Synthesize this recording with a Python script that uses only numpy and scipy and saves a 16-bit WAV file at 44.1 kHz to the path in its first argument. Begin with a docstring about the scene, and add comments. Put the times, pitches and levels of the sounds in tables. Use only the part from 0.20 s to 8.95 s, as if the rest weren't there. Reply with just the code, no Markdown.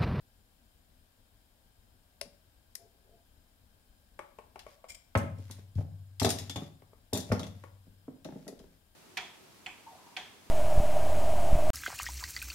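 """Tongs click on a melting pot, which hums softly; then come hollow tocks, squeaks, clacks and thuds.
A metal casting mould in locking pliers is lifted from a gas stove and knocks down on a wooden bench;
the pliers snap open and are dropped, and a gloved hand shifts the block. Blows ring steel and wood,
friction drives slides and squeaks, and the bench booms under the heavy landings.
A small workshop echoes, and the burner rushes faintly throughout."""
import sys
import numpy as np
from scipy import signal
from scipy.fft import rfft, irfft
from scipy.io import wavfile
from scipy.ndimage import uniform_filter1d

SR = 44100
rng = np.random.default_rng(int(sys.argv[2]) if len(sys.argv) > 2 else 0)


def generate_wav(signal):
    """Clip the signal to [-1, 1] and save it as 16-bit WAV at the path in sys.argv[1]."""
    frames = np.transpose(np.atleast_2d(signal))
    scaled = np.clip(frames, -1, 1) * 32767
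    pcm = np.round(scaled).astype(np.int16)
    wavfile.write(sys.argv[1], SR, pcm)


N = 385875
HIT_S = np.arange(2 ** 14) / SR  # time axis of one blow
BINS_HZ = np.fft.rfftfreq(4096, 1 / SR)
# spectrum of metal contact: f/Hz, level/dB
METAL_TONE = [(300, -33), (1000, 5), (2000, 4.5), (2800, 2), (3600, 1.5), (4300, 1.5), (5500, 3),
              (6300, 0.5), (7100, 1.5), (8000, -4), (9200, 0.5), (11000, 0.5), (13500, 0), (15500, -9)]


def plier_clacks(level_db=14, chatter_db=-4, steel_db=-1.5, rise_s=0.00019, recoil_s=0.0078, recoil_db=-8):
    """Pliers hit the mould: crack, joint chatter, ringing steel; the jaws recoil and touch again."""
    # t/s, relative level/dB, brightness centre/Hz, ring share/dB
    hits = [(4.392, -37.5, 3600, -27), (4.953, -28.5, 2000, -15), (4.974, -30.5, 8900, -18),
            (5.3106, -34, 6370, -11), (5.553, -51, 5000, -11), (5.998, -20, 4370, -13),
            (6.022, -28, 6000, -14), (6.03, -23, 6100, -4), (6.047, -15.5, 5300, -9),
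            (6.091, -20, 5400, -3), (6.1036, -17, 5730, -25), (6.186, -26.5, 5100, -1),
            (6.296, -25.5, 4600, -3.5), (6.359, -27, 3860, -5), (6.9321, -19.5, 6850, -7),
            (6.953, -27, 4960, -18), (6.973, -23.5, 6100, -14), (7.003, -31.5, 6100, -7),
            (7.1205, -28, 4400, -9), (7.194, -30, 5170, -7), (7.231, -32, 3100, -29),
            (7.2664, -40.5, 4900, -17), (8.046, -38.5, 3660, -20), (8.2788, -35.5, 5400, -25),
            (8.391, -48, 4630, -31.5)]
    # f/Hz, level/dB, t60/s
    steel_modes = [(3250, -6, .11), (3424, -1, .17), (3520, -4, .12), (3591, -2, .18), (3700, -4, .12),
                   (3867, -3, .17), (4300, -7, .07), (4760, -8, .07), (5460, -7, .08), (6460, -3, .13),
                   (7067, -2, .14), (7200, -6, .1), (7470, -6, .1), (8672, -4, .12), (8950, -3, .1)]
    out = np.zeros((2, N))
    for s, db, centre_hz, ring_db in hits:
        for delay_s, loss_db in (0, 0), (recoil_s * rng.uniform(.75, 1.25), recoil_db):
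            hit = crack(t60_s=0.03) + gain_of(chatter_db) * chatter(t60_s=0.17)
            hit += gain_of(ring_db + steel_db) * ring(steel_modes, scatter_db=-1.5, detune=0.0015)
            tone_db = curve(METAL_TONE) + hump(centre_hz, octaves=0.79, skirt_db=8)
            tone_db += strike_point(depth_db=3.5)
            place = pan(5.5 + rng.uniform(-1.4, 1))
            clack = radiate(hit * attack(rise_s), tone_db)
            add(out, s + delay_s, gain_of(db + loss_db + level_db) * place * clack)
    return out


def bench_knocks(level_db=20, ring_db=-7, side_db=0.5):
    """Blows on the planks: a low thud and, with harder contact, a brighter rap."""
    # t/s, relative level/dB, thud/Hz, rap over thud/dB, rap/Hz, contacts, first gap/s
    landings = [(2.053, -50, 200, -0.5, 650, 2, .019), (4.9512, -20, 262, 3, 1120, 3, .007),
                (4.989, -26, 187, -25, 900, 2, .047), (5.186, -43.5, 273, -7, 600, 1, 0),
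                (5.298, -41.5, 216, -4.5, 900, 2, .086), (5.582, -28, 178, -8, 490, 2, .026),
                (6.0158, -19.5, 264, -3, 716, 1, 0), (6.045, -19, 295, 0.5, 830, 3, .019),
                (6.296, -35.5, 219, -6, 1080, 1, 0), (6.358, -29.5, 213, -3, 1010, 2, .02),
                (6.419, -32, 211, -11, 736, 1, 0), (6.928, -23.5, 272, -2, 550, 4, .018),
                (7.1, -36.5, 160, 1.5, 550, 1, 0), (7.1164, -19, 251, 0, 930, 3, .0065),
                (7.195, -31, 205, -5.5, 780, 3, .035), (7.668, -46.5, 188, -10, 520, 1, 0),
                (7.88, -31.5, 262, -7, 520, 1, 0), (8.051, -30.5, 265, -3, 550, 3, .036),
                (8.157, -32, 266, -13.5, 520, 1, 0), (8.267, -39.5, 280, -3.5, 590, 1, 0),
                (8.283, -36, 307, -5.5, 560, 2, .042), (8.397, -42, 274, -5, 585, 2, 0.042)]
    # f/Hz, level/dB, t60/s
    plank_modes = [(151.5, -5, 0.085), (184, -5.5, 0.1), (264.4, 2, 0.052), (392, -8, 0.032),
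                   (426, -4, 0.044), (511, 5.5, 0.047), (576, -3, 0.11), (631, -5, 0.12), (716, -1.5, 0.06),
                   (814, -0.5, 0.06), (926, -2.5, 0.066), (1061, -10, 0.1), (1204, -8, 0.053),
                   (1320, -2, 0.042), (1780, -56, 0.043)]
    planks_db = curve([(40, -15.5), (130, 3.5), (250, 2), (310, 2.5), (400, 3.5), (950, -7),
                       (1900, -2.5), (3200, -7), (12000, -46)])
    out = np.zeros((2, N))
    for landing in landings:
        for s, db, thud_hz, hard_db, rap_hz in rocking(*landing):
            modes = gain_of(ring_db) * ring(plank_modes, scatter_db=3.5, detune=0.016)
            push = (crack(t60_s=0.12) + modes) * attack(rise_s=0.0012)
            snap = (crack(t60_s=0.039) + modes) * attack(rise_s=0.00062)
            thud = radiate(push, planks_db + hump(thud_hz, octaves=0.48, skirt_db=8.5))
            rap = radiate(snap, planks_db + hump(rap_hz, octaves=1, skirt_db=14.5))
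            add(out, s, gain_of(db + level_db) * pan(side_db) * (thud + gain_of(hard_db) * rap))
    return out


def rocking(s, db, thud_hz, hard_db, rap_hz, contacts, gap_s):
    """Rebounds come sooner, weaker and softer; the thud sags, the rap nears the planks' own pitch."""
    loss_db, soften_db, sag_octaves, plank_hz = 3, 1.5, 0.1, 603
    for k in range(round(contacts)):
        sagged_hz = thud_hz / 2 ** (k * sag_octaves)
        settled_hz = plank_hz * (rap_hz / plank_hz) ** (0.25 ** k)
        yield s, db - k * loss_db, sagged_hz, hard_db - k * soften_db, settled_hz
        s += gap_s * 0.97 ** k


def bench_booms(thud_hz=102, thud_t60_s=0.13, rise_s=0.0025, side_db=3.5, highpass_hz=62):
    """The bench gives under weight: a quick thud, then its lowest modes boom on."""
    # t/s, level/dB, boom share/dB
    loads = [(4.959, -19, -14.5), (5.557, -23, -20), (5.578, -22, -18.5), (6.014, -21, -43),
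             (6.053, -28.5, -8.5), (6.36, -30, -18.5), (6.93, -30, -13), (7.102, -21.5, -33.5),
             (7.12, -25.5, -13.5)]
    # f/Hz, level/dB, t60/s
    low_modes = [(96.3, -1, 1.97), (100.85, -8, 0.87), (84.3, -4.5, 0.97), (113, -4.5, 1.32),
                 (149.6, -7.5, 0.83)]
    out, t = np.zeros((2, N)), np.arange(2 * SR) / SR
    thud = decay(thud_t60_s, t) * np.sin(2 * np.pi * thud_hz * t)
    boom = sum(gain_of(db) * decay(t60_s, t) * np.sin(2 * np.pi * hz * t) for hz, db, t60_s in low_modes)
    for s, db, boom_db in loads:
        add(out, s, gain_of(db) * pan(side_db) * (thud + gain_of(boom_db) * boom) * attack(rise_s, t))
    # the deepest bass, below about 60 Hz, is filtered away
    return signal.sosfilt(signal.butter(4, highpass_hz, "high", fs=SR, output="sos"), out)


def mould_tocks(level_db=16, body_db=-3, side_db=5, dull_hz=1500, firm_db=-30, dulling=0.25):
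    """Hollow blows as the clamped mould is handled; a lighter touch has less treble."""
    # t/s, relative level/dB
    touches = [(3.9907, -30), (4.186, -36.5), (4.3578, -36), (4.465, -37), (4.6412, -38.5), (6.62, -47),
               (6.732, -48), (7.4372, -37)]
    # f/Hz, level/dB
    hollow_tone = [(100, -24), (220, -8.5), (400, 6.5), (560, 7.5), (800, 0.5), (1150, 1.5), (1600, -12.5),
                   (2300, -9), (3400, -23.5), (6000, -28.5), (9000, -25.5), (14000, -38)]
    out = np.zeros((2, N))
    treble = BINS_HZ / (BINS_HZ + dull_hz)
    for s, db in touches:
        hit = (crack(t60_s=0.018) + gain_of(body_db) * crack(t60_s=0.05)) * attack(rise_s=0.00057)
        tone_db = curve(hollow_tone) + dulling * (db - firm_db) * treble
        add(out, s, gain_of(db + level_db) * pan(side_db) * radiate(hit, tone_db))
    return out


def tong_clicks(level_db=14, chatter_db=-12, ping_db=9, wall_db=-2.5, side_db=9):
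    """Tongs tap the rim: a dry click, a ping of the jaws, a brief ring of the pot's thin wall."""
    # t/s, relative level/dB, brightness centre/Hz, ping/Hz, ring share/dB
    taps = [(2.0121, -32, 4360, 5180, -4), (2.0138, -26, 4060, 2730, -2.5), (2.5531, -29, 9150, 1900, -27),
            (2.5557, -33, 5960, 1860, -28)]
    # f/Hz, level/dB, t60/s
    rim_modes = [(204, -14, 0.7), (417, -5.5, 0.22), (582, -1, 0.14), (649, 3.5, 0.11), (1066, 5, 0.061),
                 (1820, -5, 0.12), (2350, -8, 0.29), (4160, 1, .1), (5130, -5, 0.051), (6460, -16, .12),
                 (9150, -0.5, 0.098), (9400, -2, .1), (10600, -13, .08)]
    click_db = curve([(200, -13), (700, -16), (1400, 0), (2000, 1.5), (3000, -9), (5300, 1),
                      (7500, -4.5), (10000, 1.5), (13000, -3), (15500, -30)])
    out = np.zeros((2, N))
    for s, db, centre_hz, ping_hz, ring_db in taps:
        hit = crack(t60_s=0.0063) + gain_of(chatter_db) * chatter(0.14, bounces_per_s=360, bed=0.47)
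        tone_db = click_db + hump(centre_hz, octaves=0.46, skirt_db=5)
        tone_db += ping_db * peaks([(ping_hz, 500, 0)])
        wall = gain_of(ring_db + wall_db) * spread_hit(ring(rim_modes, scatter_db=6, detune=0.0083))
        add(out, s, gain_of(db + level_db) * pan(side_db) * (radiate(hit, tone_db) + wall))
    return out


def joint_squeaks(grit=0.13):
    """Friction excites the resonances of the pliers' joint over broad grit."""
    # t/s, length/s, level/dB
    strokes = [(4.683, 0.028, -51), (4.696, 0.033, -52.5), (4.7425, 0.0163, -51), (5.183, 0.011, -65.5)]
    # f/Hz, width/Hz, level/dB
    resonances = [(2120, 110, -7), (2340, 80, -2), (3190, 170, -8), (4870, 170, -9), (5420, 200, -4),
                  (6860, 220, -5), (7410, 240, -3), (8260, 300, -7), (9240, 240, -9)]
    response = peaks(resonances) + grit * gain_of(hump(3300, octaves=1, skirt_db=3))
    return friction(strokes, 20 * np.log10(response), slips_per_s=4500, side_db=6.5)


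def slides():
    """Metal and glove scrape over the wood."""
    # t/s, length/s, level/dB
    strokes = [(4.46, 0.11, -66), (5.14, 0.32, -66.5), (5.55, 0.088, -65), (6.01, 0.14, -66),
               (6.13, 0.18, -59.5), (6.38, 0.12, -61), (6.94, 0.12, -61), (7.04, 0.17, -59),
               (7.3, 0.21, -72), (8.06, 0.25, -69.5), (8.29, 0.33, -76)]
    tone_db = curve(METAL_TONE) + hump(3100, octaves=1.3, skirt_db=8)
    return friction(strokes, tone_db, slips_per_s=1500, side_db=2)


def pot_hum():
    """The pot's low wall modes swell and fade after the tongs leave."""
    # t/s, length/s, level/dB
    swells = [(2.56, 0.14, -64.5), (2.69, 0.15, -73.5), (2.82, 0.193, -67.5)]
    # f/Hz, width/Hz, level/dB
    resonances = [(382, 32, -6.5), (441, 23, -6.5), (500, 75, -15), (597, 24, -19), (680, 15, -1.5),
                  (805, 44, -18)]
    return friction(swells, 20 * np.log10(peaks(resonances) + 1e-3), slips_per_s=3400, side_db=3)


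def workshop_echo(x, onset_s=0.0011):
    """Dense reflections from bench, shelves and walls; each band decays at its own rate."""
    # f/Hz, t60/s
    decay_times = [(100, 0.78), (250, 0.29), (600, 0.48), (1500, 0.4), (4000, 0.43), (9000, 0.33),
                   (15000, 0.26)]
    noise = spread(rng.standard_normal((2, SR)), [(100, 0.91), (400, 0.79), (1200, 0.097), (3000, .05)])
    hz, t, bands = signal.stft(noise, SR, nperseg=256)
    tail = signal.istft(bands * decay(curve(decay_times, hz)[:, None], t), SR, nperseg=256)[1]
    tail *= np.clip(np.arange(tail.shape[1]) / SR / onset_s - .5, 0, 1)
    return signal.fftconvolve(x, unit_energy(tail), axes=1)[:, :N]


def burner(rush_db=-64.5, whine_db=-83, flutter_db=3.5, flutter_max_hz=9, rumble_hz=300):
    """Gas flame: fluttering rumble under a steady hiss with faint whistles."""
    # f/Hz, relative level/dB
    flame_tone = [(12, -45), (20, 0), (103, -6.5), (126, -17), (245, -13.5), (372, -23), (667, -19.5),
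                  (1270, -28), (1580, -26.5), (1920, -30.5), (3850, -29), (6360, -36.5), (7110, -34.5),
                  (7730, -33), (15500, -32)]
    # f/Hz, width/Hz, level/dB
    whistles = [(1610, 71, 0.5), (3136, 43, 1.5), (5065, 61, 2), (7120, 51, 3), (8500, 190, -9.5),
                (9170, 120, -5.5), (12600, 580, -8.5)]
    # f/Hz, left-right coherence
    air_coherence = [(60, 1), (180, 0.85), (550, 0.24), (1650, -0.15), (4970, 0.0075), (15000, -0.066)]
    # f/Hz, left minus right/dB
    balance = [(60, 6.3), (180, 5.7), (550, 0.42), (1650, 2.9), (4970, 9.2), (15000, 2)]
    hz = np.fft.rfftfreq(N, 1 / SR)
    air = rfft(spread(rng.standard_normal((2, N)), air_coherence))
    flame = irfft(air * gain_of(curve(flame_tone, hz)) * pan(curve(balance, hz)), N)
    rush = gain_of(rush_db) * unit_rms(flame)
    rumble = irfft(rfft(rush) / (1 + (hz / rumble_hz) ** 2), N)
    flutter = unit_rms(irfft(rfft(rng.standard_normal(N)) * (hz < flutter_max_hz), N))
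    whine = gain_of(whine_db) * unit_rms(irfft(air * peaks(whistles, hz), N))
    return rush + rumble * (gain_of(flutter_db * np.tanh(flutter)) - 1) + whine


def crack(t60_s):
    """A blow's crowd of heavily damped modes, as decaying noise."""
    return unit_energy(rng.choice([-1., 1.], (2, len(HIT_S))) * decay(t60_s))


def chatter(t60_s, bounces_per_s=500, bed=0.64):
    """Loose parts rebound unevenly as a blow dies away."""
    bounces = (rng.random(len(HIT_S)) < bounces_per_s / SR) + bed
    return unit_energy(rng.choice([-1., 1.], (2, len(HIT_S))) * bounces * decay(t60_s))


def ring(modes, scatter_db, detune):
    """Decaying modes; level and phase vary with the strike point, pitch with the grip."""
    hz, db, t60_s = np.transpose(modes)[:, :, None]
    hz = hz * (1 + detune * rng.standard_normal(hz.shape))
    gains = gain_of(db + scatter_db * rng.standard_normal(hz.shape))[:, 0]
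    phasors = np.exp(2j * np.pi * rng.random((2, len(hz))))
    partials = np.exp((2j * np.pi * hz - np.log(1000) / t60_s) * HIT_S)
    return unit_energy(((gains * phasors) @ partials).real)


def strike_point(depth_db):
    """Spectral ripple/dB: each contact point favours other groups of modes."""
    ripple = uniform_filter1d(rng.standard_normal(len(BINS_HZ)), size=30)
    return depth_db * unit_rms(uniform_filter1d(ripple, size=18))


def friction(strokes, tone_db, slips_per_s, side_db):
    """Tiny uneven slips drive the resonances while a stroke lasts."""
    slips = (rng.random(N) < slips_per_s / SR) * rng.standard_normal((2, N))
    pressure = np.zeros((2, N))
    for s, length_s, db in strokes:
        add(pressure, s, gain_of(db) * signal.windows.tukey(round(length_s * SR), .5))
    steady_rms = np.sqrt(np.mean(colour(slips, tone_db) ** 2))
    return pan(side_db) * colour(spread(slips) * pressure, tone_db) / steady_rms


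def radiate(hit, tone_db):
    """A blow in stereo, filtered, at unit energy."""
    return unit_energy(colour(spread_hit(hit), tone_db))


def spread_hit(hit):
    """Stereo spread, zero-padded to keep the onset sharp."""
    return spread(np.pad(hit, ((0, 0), (0, len(HIT_S)))))[:, :len(HIT_S)]


def spread(two, coherence=None):
    """Two independent signals become partly coherent stereo, the right slightly late."""
    # f/Hz, left-right coherence
    direct_coherence = [(100, 1), (400, 0.87), (1000, 0.9), (2200, 0.089), (7000, 0.085), (14000, 0.24)]
    # f/Hz, right lag/rad
    phase_lag = [(60, .15), (250, 0.043), (600, 0.28), (1500, 0.89), (3500, 0.75), (7000, 2), (15000, 4.7)]
    size = two.shape[1]
    hz, (left, other) = np.fft.rfftfreq(size, 1 / SR), rfft(two)
    shared = np.clip(curve(coherence or direct_coherence, hz), -1, 1)
    right = (shared * left + np.sqrt(1 - shared ** 2) * other) * np.exp(-1j * curve(phase_lag, hz))
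    return irfft(np.array([left, right]), size)


def colour(x, db):
    """Minimum-phase filter of shape db on BINS_HZ, peak gain 1."""
    log_gain = np.log(gain_of(np.maximum(db - db.max(), -90)))
    mirrored = np.concatenate([log_gain, log_gain[-2:0:-1]])
    taps = np.fft.ifft(np.exp(np.conj(signal.hilbert(mirrored)))).real[:len(BINS_HZ)]
    return signal.fftconvolve(x, taps[None], axes=1)[:, :x.shape[1]]


def hump(centre_hz, octaves, skirt_db):
    """Broad peak/dB with straight skirts."""
    return -skirt_db * (np.hypot(1, np.log2((BINS_HZ + 1) / centre_hz) / octaves) - 1)


def peaks(resonances, hz=BINS_HZ):
    """Summed linear gain of resonances."""
    return sum(gain_of(db) / (1 + (2 * (hz - f) / width_hz) ** 2) for f, width_hz, db in resonances)


def curve(points, hz=BINS_HZ):
    """Interpolates (f/Hz, value) points over log frequency."""
    f, value = np.transpose(points)
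    return np.interp(np.log(hz + 1), np.log(f + 1), value)


def attack(rise_s, t=HIT_S):
    return 1 - np.exp(-t / rise_s)


def decay(t60_s, t=HIT_S):
    return gain_of(-60 * t / t60_s)


def gain_of(db):
    return 10 ** (np.asarray(db) / 20)


def unit_rms(x):
    return x / np.sqrt(np.mean(x ** 2) + 1e-20)


def unit_energy(x):
    return unit_rms(x) / np.sqrt(x.shape[-1])


def pan(side_db):
    """Channel gains for left minus right/dB."""
    return gain_of(np.array([[.5], [-.5]]) * side_db)


def add(mix, start_s, sound):
    part = mix[:, round(start_s * SR):][:, :sound.shape[-1]]
    part += sound[..., :part.shape[1]]


def scene():
    """The handling, its workshop echo and the burner."""
    clicks, steel, wood, tocks = tong_clicks(), plier_clacks(), bench_knocks(), mould_tocks()
    scrapes, squeaks = slides(), joint_squeaks()
    echo = workshop_echo(gain_of(-15) * clicks + gain_of(-9) * (steel + scrapes) + gain_of(-7) * squeaks
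                         + gain_of(-4.5) * wood + gain_of(-5) * tocks)
    direct = clicks + steel + wood + tocks + scrapes + squeaks + bench_booms() + pot_hum()
    return direct + echo + burner()


def record(dry):
    """Steep low-pass."""
    edge_hz = 15800
    taps = signal.firwin(511, edge_hz, window=("kaiser", 9), fs=SR)
    return signal.oaconvolve(dry, taps[None], "same")


dry = scene()
out = record(dry)
generate_wav(out)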